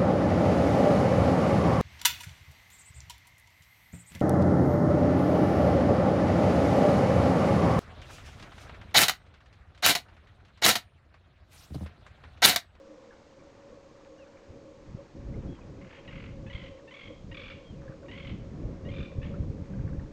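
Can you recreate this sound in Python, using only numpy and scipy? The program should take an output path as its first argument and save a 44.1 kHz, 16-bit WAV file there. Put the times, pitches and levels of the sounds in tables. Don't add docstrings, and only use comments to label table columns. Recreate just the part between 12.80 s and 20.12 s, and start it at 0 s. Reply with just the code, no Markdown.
import sys
import numpy as np
from scipy import signal
from scipy.fft import rfft, irfft, next_fast_len
from scipy.io import wavfile
from scipy.ndimage import uniform_filter1d, map_coordinates

SR = 44100
rng = np.random.default_rng(int(sys.argv[2]) if len(sys.argv) > 2 else 0)


def rack_gain(trim_db):
    fader = np.asarray(trim_db, float)
    return 10 ** (fader / 20)


def bounce(signal):
    frames = np.transpose(np.atleast_2d(signal))
    limited = np.clip(frames, -1, 1)
    pcm = np.round(limited * 32767).astype(np.int16)
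    wavfile.write(sys.argv[1], SR, pcm)


N = 323025

# centre in Hz, width in Hz, level in dB.
DRONE_PIPES = [(215, 35, -15), (307.3, 17, -3), (470.6, 49, -10), (546.9, 50, 0), (1090, 130, -21)]
# middle in s, half width in s, change in dB.
DRONE_SURGES = [(.1, 0.16, 4.5), (.76, 0.045, -1.5), (.94, 0.028, 7), (1.35, 0.15, 5.5), (1.93, 0.084, 2.5),
                (2.13, 0.044, -7), (2.2, 0.012, 8.5), (2.28, 0.028, -4), (3.9, 0.22, 5), (4.31, 0.025, 11),
                (4.62, 0.042, 4.5), (4.81, 0.042, 7.5), (5.11, .05, 7.5), (5.25, 0.017, 12),
                (6.08, 0.032, 6.5), (6.4, 0.32, 7.5), (7.18, 0.15, 5.5), (7.26, 0.023, -14)]

# time in s, level in dB.
BREEZE_LEVEL = [
    (0.0, -66),
    (0.5, -58.5),
    (1.6, -57.5),
    (2.2, -50.5),
    (4.2, -56.5),
    (5.3, -48.5),
    (7.32, -47.5),
]
# start in s, length in s, level in dB, upper part in dB relative to the level.
GUST_EVENTS = [(1.704, .05, -58.5, 9), (2.094, 0.045, -44, -19), (2.376, 0.088, -39, -10.5),
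               (2.5, 0.18, -36, -4), (2.778, 0.25, -46, -3), (3.313, 0.35, -40.5, -12.5),
               (3.757, 0.12, -43, -21), (4.284, 0.16, -45, -17), (4.496, 0.22, -45.5, -9),
               (4.909, 0.065, -40, -9.5), (5.09, 0.043, -43.5, -20), (5.352, 0.334, -42, -15),
               (5.75, 0.2, -34.5, -2), (6.064, 0.16, -35, -8.5), (6.36, 0.25, -33.5, -13.5),
               (6.686, .22, -38.5, -6), (6.947, 0.26, -34, -18)]
# time in s, peak in dB, frequency in Hz.
EDDY_THUMPS = [(1.706, -38.5, 72.4), (2.15, -26, 137), (2.387, -46, 84), (2.589, -26, 110),
               (3.345, -60, 119), (3.754, -25.5, 76), (4.446, -34, 110), (5.098, -30, 119.8),
               (5.381, -35, 97.5), (5.747, -32, 121), (5.857, -27, 70), (6.211, -26.5, 110),
               (6.388, -18.5, 89), (6.451, -27, 138.5), (6.606, -20.5, 72.6), (6.703, -21.5, 85),
               (6.823, -25.5, 111), (7.001, -21.5, 102), (7.054, -21, 103), (7.189, -22.5, 62.6)]
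# frequency in Hz, density in dB per Hz.
BUFFET_SPECTRUM = [(12, -40), (20, -1.5), (48, -0.5), (97, 1), (198, -3), (420, -24.5), (550, -34),
                   (920, -120)]
# frequency in Hz, density in dB per Hz.
FLUTTER_SPECTRUM = [(120, -36), (200, -14), (280, 1), (450, -7), (700, -17), (1200, -49.5)]

# time in s, level in dB.
WATER_LEVEL = [(0.0, -63), (2.18, -63.5), (2.63, -60.5), (3.3, -61), (3.44, -63.5), (4.96, -64),
               (5.08, -60), (5.3, -63), (6.8, -60), (7.1, -60), (7.32, -60.5)]
# time in s, peak in dB, frequency in Hz, ring length in cycles.
PLOP_BUBBLES = [(0.308, -41, 1610, 18), (.325, -41, 1380, 9.6), (0.593, -47, 2180, 14),
                (1.155, -44, 1090, 6.6), (1.186, -50.5, 1800, 8), (1.209, -43.5, 1090, 7.4),
                (1.249, -38, 2230, 2), (1.389, -46.5, 1570, 21), (1.465, -41, 1410, 5),
                (1.572, -42, 2160, 8.8), (2.54, -44.5, 2020, 31), (2.625, -41.5, 2150, 3.5),
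                (2.754, -41.5, 2500, 4.6), (2.786, -42, 990, 14), (3.978, -44, 2050, 12),
                (3.995, -46.5, 1740, 16), (5.019, -39, 1510, 4.7), (5.079, -39, 1594, 23),
                (5.103, -41, 1170, 5.9), (5.122, -42, 1460, 20), (5.231, -42.5, 1400, 9.3),
                (5.263, -44, 2200, 11), (6.539, -38, 1278, 20), (6.904, -55, 2270, 10),
                (6.936, -42.5, 1480, 15), (6.992, -42, 1450, 9), (7.011, -47, 1700, 6.7),
                (7.078, -34, 1540, 4.1), (7.13, -40.5, 1470, 7.7), (7.196, -37, 1720, 8.1)]
# frequency in Hz, density in dB per Hz.
LAPPING_SPECTRUM = [(150, -4.5), (300, 4), (600, -4.5), (900, -1.5), (1600, -8.5), (2400, -11.5),
                    (4000, -31)]
# frequency in Hz, density in dB per Hz.
SPRAY_SPECTRUM = [(500, -12.5), (900, 1), (1700, -1.5), (2500, -15), (3500, -28)]

# time in s, pitch in Hz, level in dB.
WHISTLE_CALLS = [
    [(1.378, 2930, -72), (1.405, 2800, -67), (1.43, 2560, -63), (1.45, 2330, -70)],
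    [(2.67, 3270, -72), (2.72, 3330, -68.5), (2.76, 3200, -69), (2.782, 2980, -71), (2.797, 2750, -86),
     (2.818, 2500, -63), (2.835, 2300, -76)],
    [(3.125, 3120, -74), (3.155, 3250, -65), (3.213, 3170, -65)],
    [(4.84, 3260, -67), (4.88, 3240, -61), (4.915, 3170, -64), (4.927, 3050, -80), (4.942, 2870, -68),
     (4.96, 2650, -82), (4.985, 2450, -69), (5.012, 2340, -71)],
]

# frequency in Hz, gain in dB.
THROAT_GAIN = [(700, -7), (1100, -10.5), (1600, -4.5), (2100, 1.5), (3300, -3), (4500, -14), (5000, -16.5),
               (5800, -27)]
# frequency in Hz, density in dB per Hz.
BREATH_SPECTRUM = [(800, -15.5), (1300, 1), (2000, -2), (2800, 4), (3600, -17), (4700, -14.5),
                   (5800, -30.5)]
# middle in s, length in ms, pitch in Hz, level in dB, opening chirp in dB.
SINGLE_NOTES = [(3.258, 13, 845, -58, -5), (3.289, 20, 936, -47.5, -9), (3.678, 22, 863, -53, -6.5),
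                (3.71, 20, 967, -47.5, -14), (4.088, 19, 903, -51.5, -15), (4.12, 20, 1003, -50, -12),
                (4.524, 14, 949.3, -47, -10), (5.295, 18, 946, -49, -9), (5.325, 18, 980, -47.5, -5),
                (5.343, 13, 999, -49, -11), (5.36, 15, 1048, -50, -14), (5.521, 13, 995, -57, -2.5),
                (6.066, 28, 952, -54.5, -17), (6.097, 19, 1051, -50.5, -17), (6.427, 16, 867, -51.5, -12),
                (6.439, 13, 888, -50, -5), (6.456, 15, 1122, -56.5, 1.5), (6.469, 10, 1072, -54, -4)]
# first note in s, last note in s, pitch in Hz, level in dB, hoarseness in dB.
NOTE_RUNS = [
    (3.025, 3.099, 1075, -58, 11.5),
    (3.115, 3.193, 890, -53, 13),
    (3.318, 3.465, 1061, -50.5, 9.5),
    (3.736, 3.782, 1073, -46, 0),
    (3.803, 3.886, 1007, -50, 5),
    (4.15, 4.279, 1102, -46.5, 0),
    (4.551, 4.624, 1127, -44, -0.5),
    (4.645, 4.728, 1136, -48, 6),
    (5.383, 5.501, 1064, -48, 4),
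    (6.122, 6.256, 1185, -48, 2.5),
]
# time in s, length in ms, share of pitch, level in dB, third overtone in dB, chirp in dB.
NOTE_SPREAD = [.0012, 2, .02, 1.5, 2, 2.5]

# frequency in Hz, T60 in s.
BANK_T60 = [(800, 0.23), (2500, 0.42), (5000, 0.45)]
# frequency in Hz, gain in dB.
MIKE_GAIN = [(6000, -1.5), (7500, -13.5), (9000, -24)]
# frequency in Hz, density in dB per Hz.
HISS_SPECTRUM = [(20, 8.5), (100, -2.5), (400, -1.5), (1500, -10.5), (2500, -10.5), (4500, -11.5),
                 (6700, -14), (7800, -21), (8800, -29.5), (9300, -36), (9900, -42.5), (15500, -45)]
# frequency in Hz, level in dB.
CIRCUIT_WHINE = [(6665, -88.5), (9335, -112)]


def unit(x):
    return x / np.sqrt(np.mean(x ** 2) + 1e-20)


def along(points, hz):
    f, v = np.transpose(points)
    return np.interp(np.log(hz + 1), np.log(f + 1), v)


def curves(rows, t):
    s, *cols = np.transpose(rows)
    return [np.interp(t, s, c) for c in cols]


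def wobble(rate_hz):
    return map_coordinates(rng.standard_normal(400), [np.arange(N) * rate_hz / SR])


def noise(response):
    m = next_fast_len(N)
    spectrum = rfft(rng.standard_normal(m)) * response(np.fft.rfftfreq(m, 1 / SR))
    return unit(irfft(spectrum, m)[:N])


def shaped_noise(spectrum_db):
    return noise(lambda f: rack_gain(along(spectrum_db, f)))


def add(track, s, sound):
    part = track[round(s * SR):][:len(sound)]
    part += sound[:len(part)]


def drone():
    t = np.arange(N) / SR
    level_db = -56 + 1.26 + 1.5 * wobble(22)
    for s, half_width_s, db in DRONE_SURGES:
        level_db = level_db + db * np.exp(-((t - s) / half_width_s) ** 2)

    def pipes(f):
        return sum(rack_gain(db) / (1 + (2 * (f - hz) / width_hz) ** 2) for hz, width_hz, db in DRONE_PIPES)

    return rack_gain(level_db) * noise(pipes)


def gusts():
    rise_s, fall_s, breeze_upper_db = 0.031, 0.051, 6
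    t = np.arange(N) / SR
    low = rack_gain(curves(BREEZE_LEVEL, t)[0])
    upper = low * rack_gain(breeze_upper_db)
    for s, length_s, db, upper_db in GUST_EVENTS:
        before = np.maximum(s - t, 0) / rise_s
        after = np.maximum(t - s - length_s, 0) / fall_s
        shape = np.exp(-before ** 2 - after ** 2)
        low = low + rack_gain(db) * shape
        upper = upper + rack_gain(db + upper_db) * shape
    return low, upper


def wind():
    low_strength, upper_strength = gusts()
    lumps_db = 1.78 * wobble(14) + 1.4 * wobble(30)
    low = unit(rack_gain(lumps_db) * shaped_noise(BUFFET_SPECTRUM))
    upper = unit(rack_gain(1.2 * lumps_db) * shaped_noise(FLUTTER_SPECTRUM))
    thumps = np.zeros(N)
    for s, db, hz in EDDY_THUMPS:
        cycles = np.arange(3000) / SR * hz
        push = np.exp(-(2.2 * (cycles - 1)) ** 2) * np.cos(2 * np.pi * cycles)
        add(thumps, s - 1 / hz, rack_gain(db) * push)
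    return rack_gain(-2.5) * low_strength * low + rack_gain(-9.5) * upper_strength * upper + thumps


def bubble(hz, cycles, rise=0.14):
    u = np.arange(1500) / SR * hz / cycles
    envelope = (1 - np.exp(-u / .15)) * np.exp(-2.5 * u)
    return envelope * np.sin(2 * np.pi * cycles * u * (1 + rise * u / 2))


def water():
    level_db, = curves(WATER_LEVEL, np.arange(N) / SR)
    plops, ripples, splash = np.zeros((3, N))
    for s, db, hz, cycles in PLOP_BUBBLES:
        add(plops, s, rack_gain(db - 1.5) * bubble(hz, cycles))
        add(splash, s - .015, rack_gain(db - 22.0) * np.hanning(2600))
    for when, high, size in rng.uniform(size=(900, 3)):
        add(ripples, when * N / SR, rack_gain(6.9 * size) * bubble(600 * 3.5 ** high, 7.1))
    swell_db = 1.2 * wobble(6)
    rush = rack_gain(level_db + 2.5 + swell_db) * shaped_noise(LAPPING_SPECTRUM)
    spray = splash * shaped_noise(SPRAY_SPECTRUM)
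    return plops + spray + rush + rack_gain(level_db - 7) * unit(ripples)


def whistles():
    voice = np.zeros(N)
    for rows in WHISTLE_CALLS:
        t = np.arange(rows[0][0], rows[-1][0], 1 / SR)
        hz, db = curves(rows, t)
        tone = np.sin(2 * np.pi * np.cumsum(hz) / SR)
        add(voice, t[0], rack_gain(db + 4.0) * signal.windows.tukey(len(t), .1) * tone)
    return voice


def notes():
    gap_s, hurry = .0215, .1
    note_ms, shorter_ms = 12.5, 2.5
    droop, fade_db, hoarser_db, brighter_db = 0.027, 3.5, 5, 3
    dull_from_db, dulling = 6, 2.5
    third_db, clear_chirp_db, hardest_db = -0.5, -13, -1.5
    rows = [(*row, third_db, chirp_db) for *row, chirp_db in SINGLE_NOTES]
    for first_s, last_s, hz, db, hoarse_db in NOTE_RUNS:
        span_s = last_s - first_s
        places = np.linspace(0, 1, round(span_s / gap_s) + 1)
        spread = rng.standard_normal((10, 6)) * NOTE_SPREAD
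        dull_db = dulling * max(hoarse_db - dull_from_db, 0)
        for u, (ds, dms, dhz, ddb, dthird, dchirp) in zip(places, spread):
            middle_s = first_s + span_s * (u + hurry * u * (1 - u)) + ds
            length_ms = note_ms - shorter_ms * u + dms
            pitch_hz = hz * (1 - droop * u + dhz)
            level_db = db - fade_db * u ** 2 + ddb
            overtone_db = third_db + brighter_db * u - dull_db + dthird
            chirp_db = min(clear_chirp_db + hoarse_db + hoarser_db * u + dchirp, hardest_db)
            rows.append((middle_s, length_ms, pitch_hz, level_db, overtone_db, chirp_db))
    return sorted(rows)


def trills():
    lead_s, rasp, fourth_db, hoarse_db = .005, 0.39, -8, 1.5
    drop_in, sag, snap_up, first_rise = 0.807, .18, .33, .04
    flutter, unsteady = 0.017, 6.3
    voice, breath, last_s = np.zeros(N), np.zeros(N), 0
    for s, ms, hz, db, third_db, chirp_db in notes():
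        hold_s = ms * 1.2 / 1000
        t = np.arange(-lead_s, hold_s, 1 / SR)
        u = np.clip(t / hold_s, 0, 1)
        early = np.clip(-t / lead_s, 0, 1)
        airflow, tension = uniform_filter1d(rng.standard_normal((2, 2500)), size=30)[:, :len(t)] * 2.26

        if s - last_s > .05:
            bend = first_rise * (u - .5) + .3 * snap_up * u ** 8
        else:
            bend = sag * (1 - u) ** 9 + snap_up * u ** 8
        shake = flutter * (1 + unsteady * rack_gain(chirp_db)) * tension
        pitch = hz * (1 + drop_in * early + bend + shake)
        phase = 2 * np.pi * np.cumsum(pitch) / SR + rng.uniform(0, 2 * np.pi)

        harmonics_db = [6 * early, -3 * early, third_db - 9 * early, fourth_db - 9 * early]
        tone = np.zeros(len(t))
        for k, harmonic_db in enumerate(harmonics_db, 1):
            tone += rack_gain(harmonic_db + along(THROAT_GAIN, k * pitch)) * np.sin(k * phase)
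        opening = np.interp(t, [-lead_s, -.7 * lead_s, -.2 * lead_s, .002],
                            [0, rack_gain(chirp_db - 13.5), rack_gain(chirp_db + 7.5), 1])
        valve = (1 + rasp * airflow) * opening * (1 - u ** 9)
        add(voice, s - .45 * hold_s - lead_s, rack_gain(db) * valve * tone)
        add(breath, s - hold_s / 2 - lead_s, rack_gain(db + chirp_db + hoarse_db) * np.hanning(900))
        last_s = s
    return voice + breath * shaped_noise(BREATH_SPECTRUM)


def bank(x):
    out, step = np.zeros(N), SR // 20
    for start in range(SR, N, step):
        hz, t, z = signal.stft(rng.standard_normal(SR // 3), SR, nperseg=256)
        decay = rack_gain(-60 * t / along(BANK_T60, hz)[:, None])
        tail = signal.istft(z * decay, SR, nperseg=256)[1]
        tail *= 1 - np.exp(-np.arange(len(tail)) / SR / .03)
        tail /= np.linalg.norm(tail)
        add(out, start / SR, signal.fftconvolve(x[start:start + step], tail))
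    return out


def scene():
    background = drone() + wind() + water()
    far = whistles()
    calls = rack_gain(0.5) * trills()
    echoes = rack_gain(-4.5) * bank(calls + 0.37 * far)
    return (background + far + calls + echoes)[None]


def top_cut(x):
    return signal.sosfilt(signal.butter(12, 15720, fs=SR, output="sos"), x)


def record(dry):
    t = np.arange(N) / SR
    response = rack_gain(along(MIKE_GAIN, np.fft.rfftfreq(2 * N, 1 / SR)))
    heard = irfft(rfft(dry, 2 * N) * response)[:, :N]
    whine = sum(rack_gain(db + 2.0) * np.sin(2 * np.pi * hz * t) for hz, db in CIRCUIT_WHINE)
    hiss = rack_gain(-64.5) * shaped_noise(HISS_SPECTRUM)
    return top_cut(heard + hiss + whine)


dry = scene()
out = record(dry)
bounce(out)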